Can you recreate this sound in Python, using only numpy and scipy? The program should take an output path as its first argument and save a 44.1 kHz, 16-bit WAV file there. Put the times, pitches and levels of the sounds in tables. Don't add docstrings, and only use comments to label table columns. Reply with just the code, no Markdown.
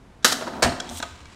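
import sys
import numpy as np
from scipy import signal
from scipy.fft import rfft, irfft, next_fast_len
from scipy.io import wavfile
from scipy.ndimage import map_coordinates

SR = 44100
rng = np.random.default_rng(int(sys.argv[2]) if len(sys.argv) > 2 else 0)


def elevation(decibels):
    levels = np.asarray(decibels, float)
    return 10 ** (levels / 20)


def waveform_to_disk(signal):
    frames = np.transpose(np.atleast_2d(signal))
    scaled = np.clip(frames, -1, 1) * 32767
    samples = np.round(scaled).astype(np.int16)
    wavfile.write(sys.argv[1], SR, samples)


N = 59535

# time_s, level_db
AIR_LEVEL = [(0, -50), (1.05, -50), (1.35, -49)]
# frequency_hz, relative_density_db
AIR_TONE = [(12, -24), (20, -1), (172, -6.5), (241, -9.5), (319, -11), (527, -16), (825, -17), (9950, -42),
            (15000, -59)]

# start_s, level_db, contact_s, t60_s
CLICKS = [(.2253, -47.5, 0.009, 0.085), (.8003, -24.5, 0.0063, 0.0067), (.999, -33.5, 0.0055, 0.015),
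          (1.0255, -23, 0.0015, 0.034), (1.2554, -44, 0.0021, 0.015)]
# frequency_hz, relative_density_db
CLICK_TONE = [(350, -50), (600, -1), (1560, -8), (2750, -8.5), (3410, 1), (4770, -6.5), (5320, 0),
              (7450, -2.5), (15000, -40)]
# start_s, level_db, contact_s, t60_s
CLUNKS = [(1.0262, -24.5, 0.0075, 0.037)]
# frequency_hz, relative_density_db
CLUNK_TONE = [(120, -25), (420, -11.5), (708, 2.5), (2800, -16), (3300, -41), (4000, -21), (5200, -43)]
# pitch_hz, half_width_hz, weight_db (before ring)
PRINTER_MODES = [(692, 36, 4.5), (1283, 90, 4.5), (1587, 107, 5.5), (2333, 32, 4), (3330, 70, 2.5),
                 (3970, 230, 3), (5400, 51, 2), (7040, 110, 1.5)]

# start_s, level_db, contact_s, t60_s
LATCH = [(.2452, -7, 0.0043, 0.038), (.256, -21, 0.027, 0.24), (.316, -40, 0.0028, 0.018),
         (.3205, -21, 0.0089, 0.022)]
# frequency_hz, relative_density_db
LATCH_TONE = [(59, -40), (100, -14), (229, -8.5), (1010, -6), (1390, -0.5), (2420, -7.5), (4020, -2),
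              (6560, -4), (12900, -15.5), (16000, -29)]
# pitch_hz, half_width_hz, weight_db (before ring)
CASE_MODES = [(245, 31, 3.5), (312, 94, 2), (530, 28, 5), (630, 31, 4.5), (708, 44, 3), (760, 19, 0.5),
              (953, 22, 6.5), (1250, 76, 6), (1474, 140, 4.5), (1650, 84, 5), (1955, 46, 6),
              (3980, 63, 5.5), (4490, 50, 3), (5340, 79, 4)]

# start_s, initial_level_db, pitch_hz, t60_s
PANELS = [(.247, -11, 1409, .05), (.322, -22, 734, 0.063), (.474, -25, 530, 0.038),
          (0.474, -20, 954, 0.046), (.6255, -7.5, 735, 0.03), (.63, -18.5, 312, 0.11),
          (.643, -21.5, 255.3, 0.26), (.648, -28.5, 154.8, 0.28), (.662, -18, 688, 0.075),
          (.912, -27.5, 713, 0.047)]
# start_s, initial_level_db,
# pitch_hz, t60_s
PINGS = [(.631, -14, 4340, 0.037), (.694, -24, 4140, .025), (.7265, -23, 4260, 0.012),
         (.801, -21, 3330, 0.025), (.801, -25.5, 1514, 0.032), (1.027, -25, 1558, 0.053),
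         (1.0262, -26.5, 3915, 0.032), (1.255, -45, 2290, 0.074)]
# start_s, initial_level_db, pitch_hz, t60_s
SHOVES = [(0.647, -23, 65.5, 0.17), (0.69, -36, 72, 0.16)]

# time_s, level_db
ROLL_LEVEL = [(.262, -30.5), (.36, -37.5), (.42, -38), (.52, -36.5), (.6, -34), (.7, -38), (.8, -40),
              (.93, -41.5), (1.0, -50)]
# frequency_hz, relative_density_db
ROLL_TONE = [(71, -33), (120, -8.5), (253, 2), (484, -7.5), (852, -5), (1110, -10), (1200, -16.5),
             (5140, -30), (15000, -42)]
# start_s, level_db, contact_s, t60_s
KNOCKS = [(.41, -29, 0.0023, 0.068), (.423, -29, 0.0021, 0.038), (.468, -31, 0.0037, 0.014),
          (.4745, -29, 0.001, 0.089), (.53, -40, 0.026, 0.15)]
# frequency_hz, relative_density_db
KNOCK_TONE = [(88, -23), (150, -8), (467, -3), (991, -8.5), (2180, -14.5), (3390, -15), (5560, -20.5),
              (12000, -33.5), (15600, -74)]

# time_s, level_db
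MOTOR_LEVEL = [(.5, -52), (.58, -47.5), (.8, -55), (.9, -46), (1.05, -47), (1.2, -49.5), (1.35, -55)]
# frequency_hz, relative_density_db
MOTOR_TONE = [(25, -70), (40, -13.5), (60, -1.5), (85, 10), (105, -21.5), (300, -50)]

# start_s, level_db, contact_s, t60_s
STOP = [(.6225, -18, 0.0055, 0.16), (.627, -18, 0.0059, 0.064), (.641, -35.5, 0.0037, 0.18)]
# frequency_hz, relative_density_db
STOP_TONE = [(180, -29), (300, 1.5), (735, 1.5), (1090, -2.5), (1630, -1.5), (2770, -4.5), (4480, -5),
             (8840, -9), (10600, -24.5), (11700, -19.5), (15800, -36)]
# start_s, level_db, contact_s, t60_s
CLIPS = [(.629, -37, 0.013, 0.23)]
# start_s, level_db, contact_s, t60_s
THUDS = [(.634, -22.5, 0.013, 0.068), (.647, -20, 0.0027, 0.12), (.668, -20.5, 0.0025, 0.13),
         (.718, -29.5, 0.0052, 0.068), (.77, -43, 0.017, 0.19), (.999, -33, 0.0063, 0.024),
         (1.04, -41, 0.011, 0.11)]
# frequency_hz, relative_density_db
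THUD_TONE = [(40, -25), (90, 1), (287, 2), (379, -0.5), (433, -10.5), (624, -3.5), (862, -3.5),
             (1300, -13.5), (3000, -14.5), (4200, -61)]

# time_s, level_db
RUSTLE_LEVEL = [(.82, -51), (1.05, -44.5), (1.15, -52), (1.35, -53)]
# frequency_hz, relative_density_db
RUSTLE_TONE = [(470, -32), (800, -20), (895, 0), (1780, -8), (2680, -7.5), (7950, -16), (15800, -52)]
# time_s, level_db
PAPER_LEVEL = [(0.888, -49), (0.916, -45.5), (0.982, -35.5), (1.0, -39.5)]
# frequency_hz, relative_density_db
PAPER_TONE = [(1700, -34), (3270, -8), (4630, -13), (8850, -7.5), (11300, -24), (14000, -15.5),
              (15600, -38)]
# start_s, level_db, contact_s, t60_s
TICKS = [(.8915, -30, 0.00073, 0.0036), (.8965, -35, 0.0017, .006)]

# frequency_hz, t60_s
ROOM_DECAY = [(100, 0.51), (600, 0.67), (3000, 0.73), (12000, 0.47)]

ATTACK_S, FADE_S = 0.001082, 0.004
STRIKE_DB = 10
FLEX_SHIFT, FLEX_PER_S = 0.046, 25
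ROOM_DB, UNEVEN_DB = -12, -35


def unit(x):
    return x / np.sqrt(np.mean(x ** 2) + 1e-20)


def along(points, hz):
    f, v = np.transpose(points)
    return np.interp(np.log(hz + 1), np.log(f + 1), v)


def coloured(x, tone, modes=(), ring=1):
    m = 2 * (next_fast_len(N + SR // 2) // 2)
    hz = np.fft.rfftfreq(m, 1 / SR)
    resonance_db = sum(2 * db / (1 + ((hz - c) / w) ** 2) for c, w, db in modes)
    level_db = np.maximum(along(tone, hz), -90) + ring * resonance_db
    cepstrum = irfft(np.log(unit(elevation(level_db))), m)
    cepstrum[1:m // 2] *= 2
    cepstrum[m // 2 + 1:] = 0
    response = np.exp(rfft(cepstrum))
    return irfft(rfft(x, m) * response, m)[:N]


def flexing(x, tone, modes, ring):
    knots = rng.standard_normal((3, int(N * FLEX_PER_S / SR) + 4))
    position = np.meshgrid(np.arange(3), np.arange(N) * FLEX_PER_S / SR, indexing="ij")
    turns = np.exp(2 * map_coordinates(knots, position))
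    share = turns / turns.sum(0)
    out = np.zeros(N)
    for part in share:
        detuned = [(hz * (1 + FLEX_SHIFT * rng.standard_normal()), w, db) for hz, w, db in modes]
        out += coloured(part * x, tone, detuned, ring)
    return out


def grit(spread_db, grain_s):
    size_db = spread_db * rng.standard_normal(int(N / SR / grain_s) + 2)
    grain = (np.arange(N) / SR / grain_s).astype(int)
    return unit(rng.standard_normal(N) * elevation(size_db[grain]))


def blows(rows, tone, modes, ring):
    t = np.arange(N) / SR
    envelope = np.zeros(N)
    for start, db, contact, t60 in rows:
        decay = elevation(db - 60 * np.clip(t - start - contact, 0, None) / t60)
        envelope += decay * np.clip((t - start) / ATTACK_S, 0, 1)
    start, db = np.transpose(rows)[:2]
    strikes = np.bincount(((start + ATTACK_S) * SR).astype(int), elevation(db + STRIKE_DB), N)
    chatter = envelope * grit(spread_db=2.5, grain_s=0.0006)
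    return coloured(chatter + strikes, tone, modes, ring)


def rubbing(rows, tone, modes, ring, spread_db, grain_s, colour=coloured):
    t = np.arange(N) / SR
    s, db = np.transpose(rows)
    gate = np.clip(np.minimum(t - s[0], s[-1] - t) / FADE_S, 0, 1)
    rub = gate * elevation(np.interp(t, s, db)) * grit(spread_db, grain_s)
    return colour(rub, tone, modes, ring)


def rings(rows):
    t = np.arange(N) / SR
    out = np.zeros(N)
    for start, db, hz, t60 in rows:
        after = np.clip(t - start, 0, None)
        decay = elevation(db - 60 * after / t60) * np.clip(after / ATTACK_S, 0, 1)
        out += decay * np.sin(2 * np.pi * hz * after)
    return out


def air():
    level = elevation(np.interp(np.arange(N) / SR, *np.transpose(AIR_LEVEL)))
    return level * unit(coloured(rng.standard_normal(N), AIR_TONE))


def printer_impacts():
    clicks = blows(CLICKS, CLICK_TONE, PRINTER_MODES, ring=1.5)
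    return clicks + blows(CLUNKS, CLUNK_TONE, PRINTER_MODES, ring=0.79)


def latch():
    return blows(LATCH, LATCH_TONE, CASE_MODES, ring=0.37)


def ringing_parts():
    return rings(PANELS + PINGS + SHOVES)


def rolling_tray():
    return rubbing(ROLL_LEVEL, ROLL_TONE, CASE_MODES, ring=0.65, spread_db=1.5, grain_s=0.003,
                   colour=flexing)


def tray_knocks():
    return blows(KNOCKS, KNOCK_TONE, CASE_MODES, ring=0.65)


def motor():
    return rubbing(MOTOR_LEVEL, MOTOR_TONE, (), ring=0, spread_db=0.5, grain_s=0.018)


def stop_crash():
    bangs = blows(STOP, STOP_TONE, CASE_MODES, ring=0.28)
    clips = blows(CLIPS, LATCH_TONE, CASE_MODES, ring=0.24)
    return bangs + clips + blows(THUDS, THUD_TONE, CASE_MODES, ring=0.54)


def rustle():
    return rubbing(RUSTLE_LEVEL, RUSTLE_TONE, (), ring=0, spread_db=2.5, grain_s=0.004)


def paper_feed():
    hiss = rubbing(PAPER_LEVEL, PAPER_TONE, PRINTER_MODES, ring=0.7, spread_db=2, grain_s=0.0016)
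    return hiss + blows(TICKS, CLICK_TONE, (), ring=0)


def room(x):
    hz, t, z = signal.stft(rng.standard_normal(SR), SR, nperseg=256)
    decay = elevation(-60 * t / along(ROOM_DECAY, hz)[:, None])
    tail = signal.istft(z * decay, SR, nperseg=256)[1]
    delayed = np.pad(x, (300, 0))
    return signal.fftconvolve(delayed, tail / np.linalg.norm(tail))[:N]


def scene():
    drawer = latch() + ringing_parts() + rolling_tray() + tray_knocks() + stop_crash()
    printer = printer_impacts() + motor() + rustle() + paper_feed()
    near = drawer + printer
    mono = near + elevation(ROOM_DB) * room(near) + air()
    uneven = elevation(UNEVEN_DB) * room(np.diff(near, prepend=0) + 0.18 * near)
    return np.array([mono + uneven, mono - uneven])


def band_limit(x):
    return signal.sosfilt(signal.butter(12, 16490, fs=SR, output="sos"), x)


def record(dry):
    ceiling, top_hz, edge_hz = 0.9, 16300, 800
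    limited = dry / (1 + np.abs(dry / ceiling) ** 6) ** (1 / 6)
    below_top = np.clip((top_hz - np.fft.rfftfreq(N, 1 / SR)) / edge_hz, 0, 1)
    edge = np.sin(np.pi / 2 * below_top) ** 2
    mix = irfft(rfft(limited) * edge, N)
    return band_limit(mix)


dry = scene()
out = record(dry)
waveform_to_disk(out)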